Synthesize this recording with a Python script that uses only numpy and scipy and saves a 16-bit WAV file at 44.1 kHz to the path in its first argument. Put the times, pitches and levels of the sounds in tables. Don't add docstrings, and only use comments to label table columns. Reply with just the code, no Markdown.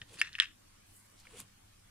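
import sys
import numpy as np
from scipy import signal
from scipy.fft import rfft, irfft
from scipy.io import wavfile
from scipy.ndimage import uniform_filter1d

SR = 44100
rng = np.random.default_rng(int(sys.argv[2]) if len(sys.argv) > 2 else 0)


def undo_db(level):
    steps = np.asarray(level, float) / 20
    return 10 ** steps


def wrap_up_sound(samples):
    columns = np.atleast_2d(samples).T
    tamed = np.clip(columns, -1, 1)
    steps = np.round(tamed * 32767).astype(np.int16)
    wavfile.write(sys.argv[1], SR, steps)


N = 83790

# f/Hz, relative level/dB, undamped t60/s
WOOD_MODES = [(1200, -33, .015), (1520, -25, .02), (1821, -1, 0.021), (2200, -18.5, .024),
              (2622, -5.5, 0.02), (3070, -9, .018), (3666, -6.5, .02), (4147, -10, .02), (4690, 6, .016),
              (5160, 12.5, .014), (5700, -2, 0.023), (7000, 0, 0.015), (8276, -2.5, .009), (9600, -2, .012),
              (10884, -13.5, .012)]


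def evened(x):
    return x / np.sqrt(np.mean(x ** 2) + 1e-20)


def read(points, hz):
    f, value = np.transpose(points)
    return np.interp(np.log(hz + 1), np.log(f + 1), value)


def level(tables, index=1):
    t = np.arange(N) / SR
    gain = 0
    for rows in tables:
        columns = np.transpose(rows)
        gain = gain + undo_db(np.interp(t, columns[0], columns[index], -200, -200))
    return gain


def add(mix, s, sound):
    part = mix[..., round(s * SR):][..., :sound.shape[-1]]
    part += sound[..., :part.shape[-1]]


def panned(db):
    return undo_db(np.array([[.5], [-.5]]) * db)


def high_pass(x, hz, order):
    return signal.sosfilt(signal.butter(order, hz, "high", fs=SR, output="sos"), x)


def noise(spectrum, alike, patch_db, size):
    hz = np.fft.rfftfreq(size, 1 / SR)
    frames = N * 4 // size + 5
    a, b, c, d, patches = rng.standard_normal((frames, len(hz), 5)).T
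    patches = uniform_filter1d(patches, size=10, axis=0)
    patches = evened(uniform_filter1d(patches, size=6, axis=1))
    same = np.clip(alike(hz), -1, 1)[:, None]
    left, other = a + 1j * b, c + 1j * d
    z = np.array([left, same * left + np.sqrt(1 - same ** 2) * other])
    z = z * undo_db(read(spectrum, hz)[:, None] + patch_db * patches)
    return evened(signal.istft(z, nperseg=size, noverlap=size * 3 // 4)[1][:, :N])


def whistle(hz, width_hz, count):
    slow = rng.standard_normal((count, 2)) @ [1, 1j]
    r = np.exp(-np.pi * width_hz / SR)
    slow = signal.lfilter([1], [1, -r], np.tile(slow, 2))[count:]
    carrier = np.exp(2j * np.pi * np.cumsum(hz * np.ones(count)) / SR)
    return evened((slow * carrier).real)


def swell(t, peak_s):
    return (t / peak_s * np.exp(1 - t / peak_s)) ** 2


def ring(hz, chance_db=0, tune=1, damp=1):
    rise_s = 0.00032
    corner, reach_oct, far_db = 1.2, .1, -24
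    f, db, t60 = np.transpose(WOOD_MODES)[:, :, None]
    t = np.arange(3000) / SR
    above_oct = np.maximum(np.log2(f / (corner * hz)), 0)
    near = undo_db(far_db) + np.exp(-.5 * (above_oct / reach_oct) ** 2)
    decay = undo_db(db + chance_db - 60 * t / (t60 * damp))
    modes = near * decay * np.sin(2 * np.pi * f * tune * t)
    return modes.sum(0) * (1 - np.exp(-t / rise_s))


def floor():
    # f/Hz, relative density/dB per Hz
    floor_colour = [(12, -36.5), (20, -1.5), (70, -12), (104, -2.5), (126, -21), (283, -11), (384, -18),
                    (494, -17.5), (537, -16.5), (635, -15.5), (1310, -19), (1470, -18.5), (4000, -22),
                    (9230, -22.5), (15700, -36)]
    # f/Hz, correlation
    floor_alike = [(60, 1), (130, 0.67), (290, 0.0053), (640, -0.86), (1410, 0.39), (3100, -0.038),
                   (6820, -0.24), (15000, 0.2)]
    # f/Hz, width/Hz, level/dB
    hum_bands = [(27.8, 5, -73), (100.3, 10.4, -71.5), (198.3, 14, -77.5)]
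    floor_db, patch_db = -63.5, 2.5
    hum = sum(undo_db(db) * whistle(hz, width_hz, count=N) for hz, width_hz, db in hum_bands)
    hiss = noise(floor_colour, lambda hz: read(floor_alike, hz), patch_db, size=2048)
    return undo_db(floor_db) * hiss + hum


def thrums():
    # start t/s, length/s, f/Hz, width/Hz, level before fade/dB
    thrum_rows = [(.09, 0.079, 480, 71, -63.5), (0.12, 0.14, 334, 100, -67.5), (.185, 0.016, 296, 92, -62),
                  (1.246, 0.081, 530, 125, -73), (1.33, 0.059, 468, 31, -56.5),
                  (1.385, 0.046, 190, 53.7, -56.5), (1.41, 0.054, 116, 31.86, -62),
                  (0.0043, 0.04, 101.9, 47, -56.5), (0.255, 0.076, 112, 40, -62.5),
                  (0.14, 0.041, 142, 84, -62.5), (0.19, 0.066, 350, 210, -67.5),
                  (.398, 0.013, 480, 450, -60), (1.30, 0.11, 150, 119.3, -63.5)]
    out = np.zeros((2, N))
    for s, length_s, hz, width_hz, db in thrum_rows:
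        count = int(length_s * SR)
        fade = np.sin(np.pi * np.arange(count) / count)
        thrum = undo_db(db) * fade * whistle(hz, width_hz, count=count)
        add(out, s, thrum * np.ones((2, 1)))
    return out


def brush():
    # t/s, treble level/dB, low-middle level/dB, high-middle level/dB
    strokes = [
        [(0.07, -70.5, -80, -73), (0.084, -83, -72, -71), (0.092, -71, -69.5, -70),
         (0.146, -58.5, -59.5, -65.5), (0.174, -69, -66, -63.5), (0.194, -58, -69, -50), (0.204, -59, -49, -58)],
        [(1.131, -77, -88, -85), (1.165, -74, -84, -80), (1.19, -71, -81, -65), (1.206, -67, -78, -63.5),
         (1.224, -77, -75, -71), (1.252, -75, -64, -72), (1.286, -76, -69, -77)],
        [(1.288, -68.5, -67, -75), (1.347, -65, -63.5, -72), (1.395, -49.5, -54.5, -58),
         (1.403, -50.5, -55, -60), (1.417, -57.5, -60, -64), (1.441, -74, -69, -83), (1.46, -92.5, -72, -87)],
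    ]
    # f/Hz, relative density/dB per Hz
    treble_colour = [(3410, -41), (5800, -5), (6750, -2), (9160, 2), (10900, -3), (11600, -21),
                     (15500, -14)]
    low_mid_colour = [(440, -23), (750, -24), (972, -3.5), (1950, -10.5), (2360, -3), (3400, -5.5),
                      (4420, -21), (7480, -120)]
    high_mid_colour = [(2000, -33), (3400, -11.5), (4370, -7), (5800, -14.5), (7540, -17.5), (12800, -120)]
    # t/s, level/dB
    rub_curve = [(0.86, -70.5), (0.904, -70), (0.97, -60), (1.046, -73), (1.056, -64.5), (1.078, -79),
                 (1.084, -72.5), (1.13, -70.5)]
    # f/Hz, relative density/dB per Hz
    rub_colour = [(4120, -39), (7000, -10), (7650, -4), (9690, -0.5), (10500, -5), (11700, -7),
                  (15000, -13.5)]
    alike, grit_db, patch_db = 0.56, 1.5, 2.0
    grit = undo_db(grit_db * evened(uniform_filter1d(rng.standard_normal(N), size=90)))
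    colours = (rub_colour, treble_colour, low_mid_colour, high_mid_colour)
    hiss = [noise(colour, lambda hz: alike + 0 * hz, patch_db, size=256) for colour in colours]
    sliding = sum(level(strokes, index=k) * hiss[k] for k in range(1, 4))
    return level([rub_curve]) * hiss[0] + grit * sliding


def snaps():
    # t/s, level/dB
    snap_rows = [(1.4019, -37), (1.4096, -49.5), (1.2, -53), (.999, -65), (1.1, -63)]
    peak_s, low_hz, top_hz = .0008, 5500, 11500
    out, t = np.zeros((2, N)), np.arange(1000) / SR
    hiss = rng.standard_normal((len(snap_rows), 3, 1000))
    hiss = hiss[:, :1] + 0.62 * hiss[:, 1:]
    band = signal.butter(N=2, Wn=[low_hz, top_hz], btype="band", fs=SR, output="sos")
    bursts = evened(signal.sosfilt(band, hiss)) * swell(t, peak_s)
    for (s, db), burst in zip(snap_rows, bursts):
        add(out, s, undo_db(db) * burst)
    return out


def squeak():
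    # t/s, f/Hz, level of the fundamental/dB
    glide = [(0.184, 4630, -67.5), (0.196, 4662, -46), (0.206, 4703, -46), (0.213, 4812, -55.5)]
    width_hz, octave_db = 150, -10.5
    s, hz, _ = np.transpose(glide)
    hz = np.interp(np.arange(N) / SR, s, hz)
    tone = whistle(hz, width_hz, count=N)
    octave = whistle(2 * hz, 2 * width_hz, count=N)
    return level([glide], index=2) * (tone + undo_db(octave_db) * octave)


def rattle():
    # t/s, level/dB
    jostle = [
        [(0.023, -55), (0.034, -66), (0.056, -93.5), (0.07, -79.5)],
        [(0.17, -59.5), (0.204, -53)],
        [(0.227, -46.5), (0.236, -49.5), (0.276, -49.5), (0.3, -62.5), (0.325, -61)],
        [(0.334, -55.5), (0.346, -50.5)],
        [(0.358, -45), (0.362, -54.5), (0.374, -66), (0.379, -57.5)],
        [(0.415, -39.5), (0.433, -42), (0.56, -86.5)],
    ]
    rate_per_s, spread_db, kinds = 900, 3, 12
    contact_hz, detune, damp = 3300, .06, .35
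    size = undo_db(spread_db * np.minimum(rng.exponential(1, N), 3))
    size = size * (rng.random(N) < rate_per_s / SR)
    kind = rng.integers(0, kinds, N)
    colour, tune = rng.standard_normal((2, kinds, len(WOOD_MODES), 1))
    blows = size * level(jostle)
    out = 0
    for k in range(kinds):
        block = evened(ring(contact_hz, 4 * colour[k], 1 + detune * tune[k], damp))
        out = out + signal.oaconvolve(blows * (kind == k), block)[:N]
    return out / np.sqrt(3000 * np.mean(size ** 2))


def knocks():
    # t/s, peak of tick and ring/dB, contact f/Hz, tick over ring/dB, tick peak time/ms,
    # crack re blow peak/dB, left minus right/dB
    blows = [(.0163, -33, 3100, 3, 0.57, -23, -0.5), (.0955, -52, 3550, 15.5, 0.36, -4, 3.5),
             (.142, -45.5, 2410, 8.5, 0.45, 2, 0), (.188, -42, 2730, 14, 1.35, -25, 8),
             (.1925, -43, 1600, 6, 0.89, -18.5, 4), (0.2062, -36.5, 3060, 13.5, 1, -9.5, 3.5),
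             (0.215, -8.5, 2320, 5, 0.59, -15.5, 1), (.2232, -24, 2300, 3.5, .55, -18.5, -3.5),
             (.2395, -42, 2400, 3.5, .6, -21, -0.5), (.2465, -40, 2000, 5.5, 0.55, -24, 0),
             (.2585, -40.5, 2100, 4.5, 0.54, -23, -3.5), (.2725, -38, 2300, 3.5, 0.69, -27, 5),
             (.3298, -38.5, 3970, 10.5, 0.38, -14, -3.5), (.338, -46, 3300, 1.5, 0.59, -22, 1),
             (.3523, -27, 2800, 8.5, 0.55, -30.5, 2), (.384, -34.5, 1900, 1, .6, -27, -6),
             (.3888, -23.5, 2200, 9, 0.31, -34.5, 2.5), (.4, -5, 3320, 10.5, 0.49, -24, -4.5),
             (.407, -20, 2200, 6.5, .4, -35.5, -4), (.4085, -25, 3200, 14.5, 0.93, -38.5, 6),
             (.4125, -32, 2900, 6, 0.9, -30.5, -1), (.4218, -24, 2500, 4.5, 0.57, -35.5, 4),
             (.434, -27.5, 2400, 4.5, 0.53, -33, 6), (.442, -33, 3100, 6, 0.37, -31, 2.5),
             (.4562, -35.5, 2800, 10, .55, -25, -1.5), (1.254, -51.5, 1350, 17.5, 0.83, -32.5, 0),
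             (1.2692, -44, 2220, 4.5, 1.1, -40, -2)]
    crack_t60_s, crack_rise_s = 0.0041, 0.00025
    crack_hz, crack_top_hz, alike = 4000, 10500, 0.46
    out, t = np.zeros((2, N)), np.arange(3000) / SR
    hiss = rng.standard_normal((len(blows), 3, 3000))
    hiss = alike * hiss[:, :1] + (1 - alike) * hiss[:, 1:]
    band = signal.butter(N=3, Wn=[crack_hz, crack_top_hz], btype="band", fs=SR, output="sos")
    cracks = evened(signal.sosfilt(band, hiss)) * undo_db(-60 * t / crack_t60_s)
    cracks = cracks * (1 - np.exp(-t / crack_rise_s))
    for (s, db, hz, tick_db, tick_ms, crack_db, pan_db), crack in zip(blows, cracks):
        body = ring(hz)
        tick = undo_db(tick_db) * swell(t, tick_ms / 1000) * np.sin(2 * np.pi * hz * t)
        blow = body / abs(body).max() + tick
        blow = blow / abs(blow).max()
        add(out, s, undo_db(db) * panned(pan_db) * (blow + undo_db(crack_db) * crack))
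    return out


def echoes(x):
    # f/Hz, t60/s
    room_t60 = [(700, 0.21), (1500, .15), (3000, 0.27), (6000, 0.082), (12000, 0.031)]
    room_db, box_db, box_t60_s = -23, -18.5, 0.0091
    taps = np.zeros((2, 16000))
    at = np.arange(40, 15960, 20) + rng.integers(0, 20, (2, 796))
    np.put_along_axis(taps, at, rng.choice([-1., 1.], at.shape), 1)
    hz, t, z = signal.stft(taps, SR, nperseg=128)
    z = z * undo_db(-60 * t / read(room_t60, hz)[:, None])
    room = signal.istft(z, SR, nperseg=128)[1][:, :16000]
    box = taps * undo_db(-60 * np.arange(16000) / SR / box_t60_s)
    tail = undo_db(room_db) * room / np.linalg.norm(room[0]) + undo_db(box_db) * box / np.linalg.norm(box[0])
    return signal.fftconvolve(x[None], tail, axes=1)[:, :N]


def scene():
    # f/Hz, left minus right/dB
    port_colour = [(1000, -3), (2400, 3), (4400, 2), (8000, -21.5), (15000, -2.5)]
    left_lag_s = .00006
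    box = high_pass(knocks() + rattle() + squeak(), hz=1150, order=5)
    hz = np.fft.rfftfreq(N, 1 / SR)
    lag = np.exp(-2j * np.pi * hz * np.array([[left_lag_s], [0]]))
    ports = panned(read(port_colour, hz)) * lag
    heard_box = irfft(rfft(box + echoes(box.mean(0))) * ports, N)
    return heard_box + brush() + thrums() + snaps() + floor()


def band_limit(x):
    return signal.sosfilt(signal.butter(12, 15830, fs=SR, output="sos"), x)


def record(dry):
    edge = signal.firwin(numtaps=255, cutoff=15700, window=("kaiser", 9), fs=SR)
    mix = signal.oaconvolve(dry, edge[None], "same", axes=1)
    return band_limit(mix)


dry = scene()
out = record(dry)
wrap_up_sound(out)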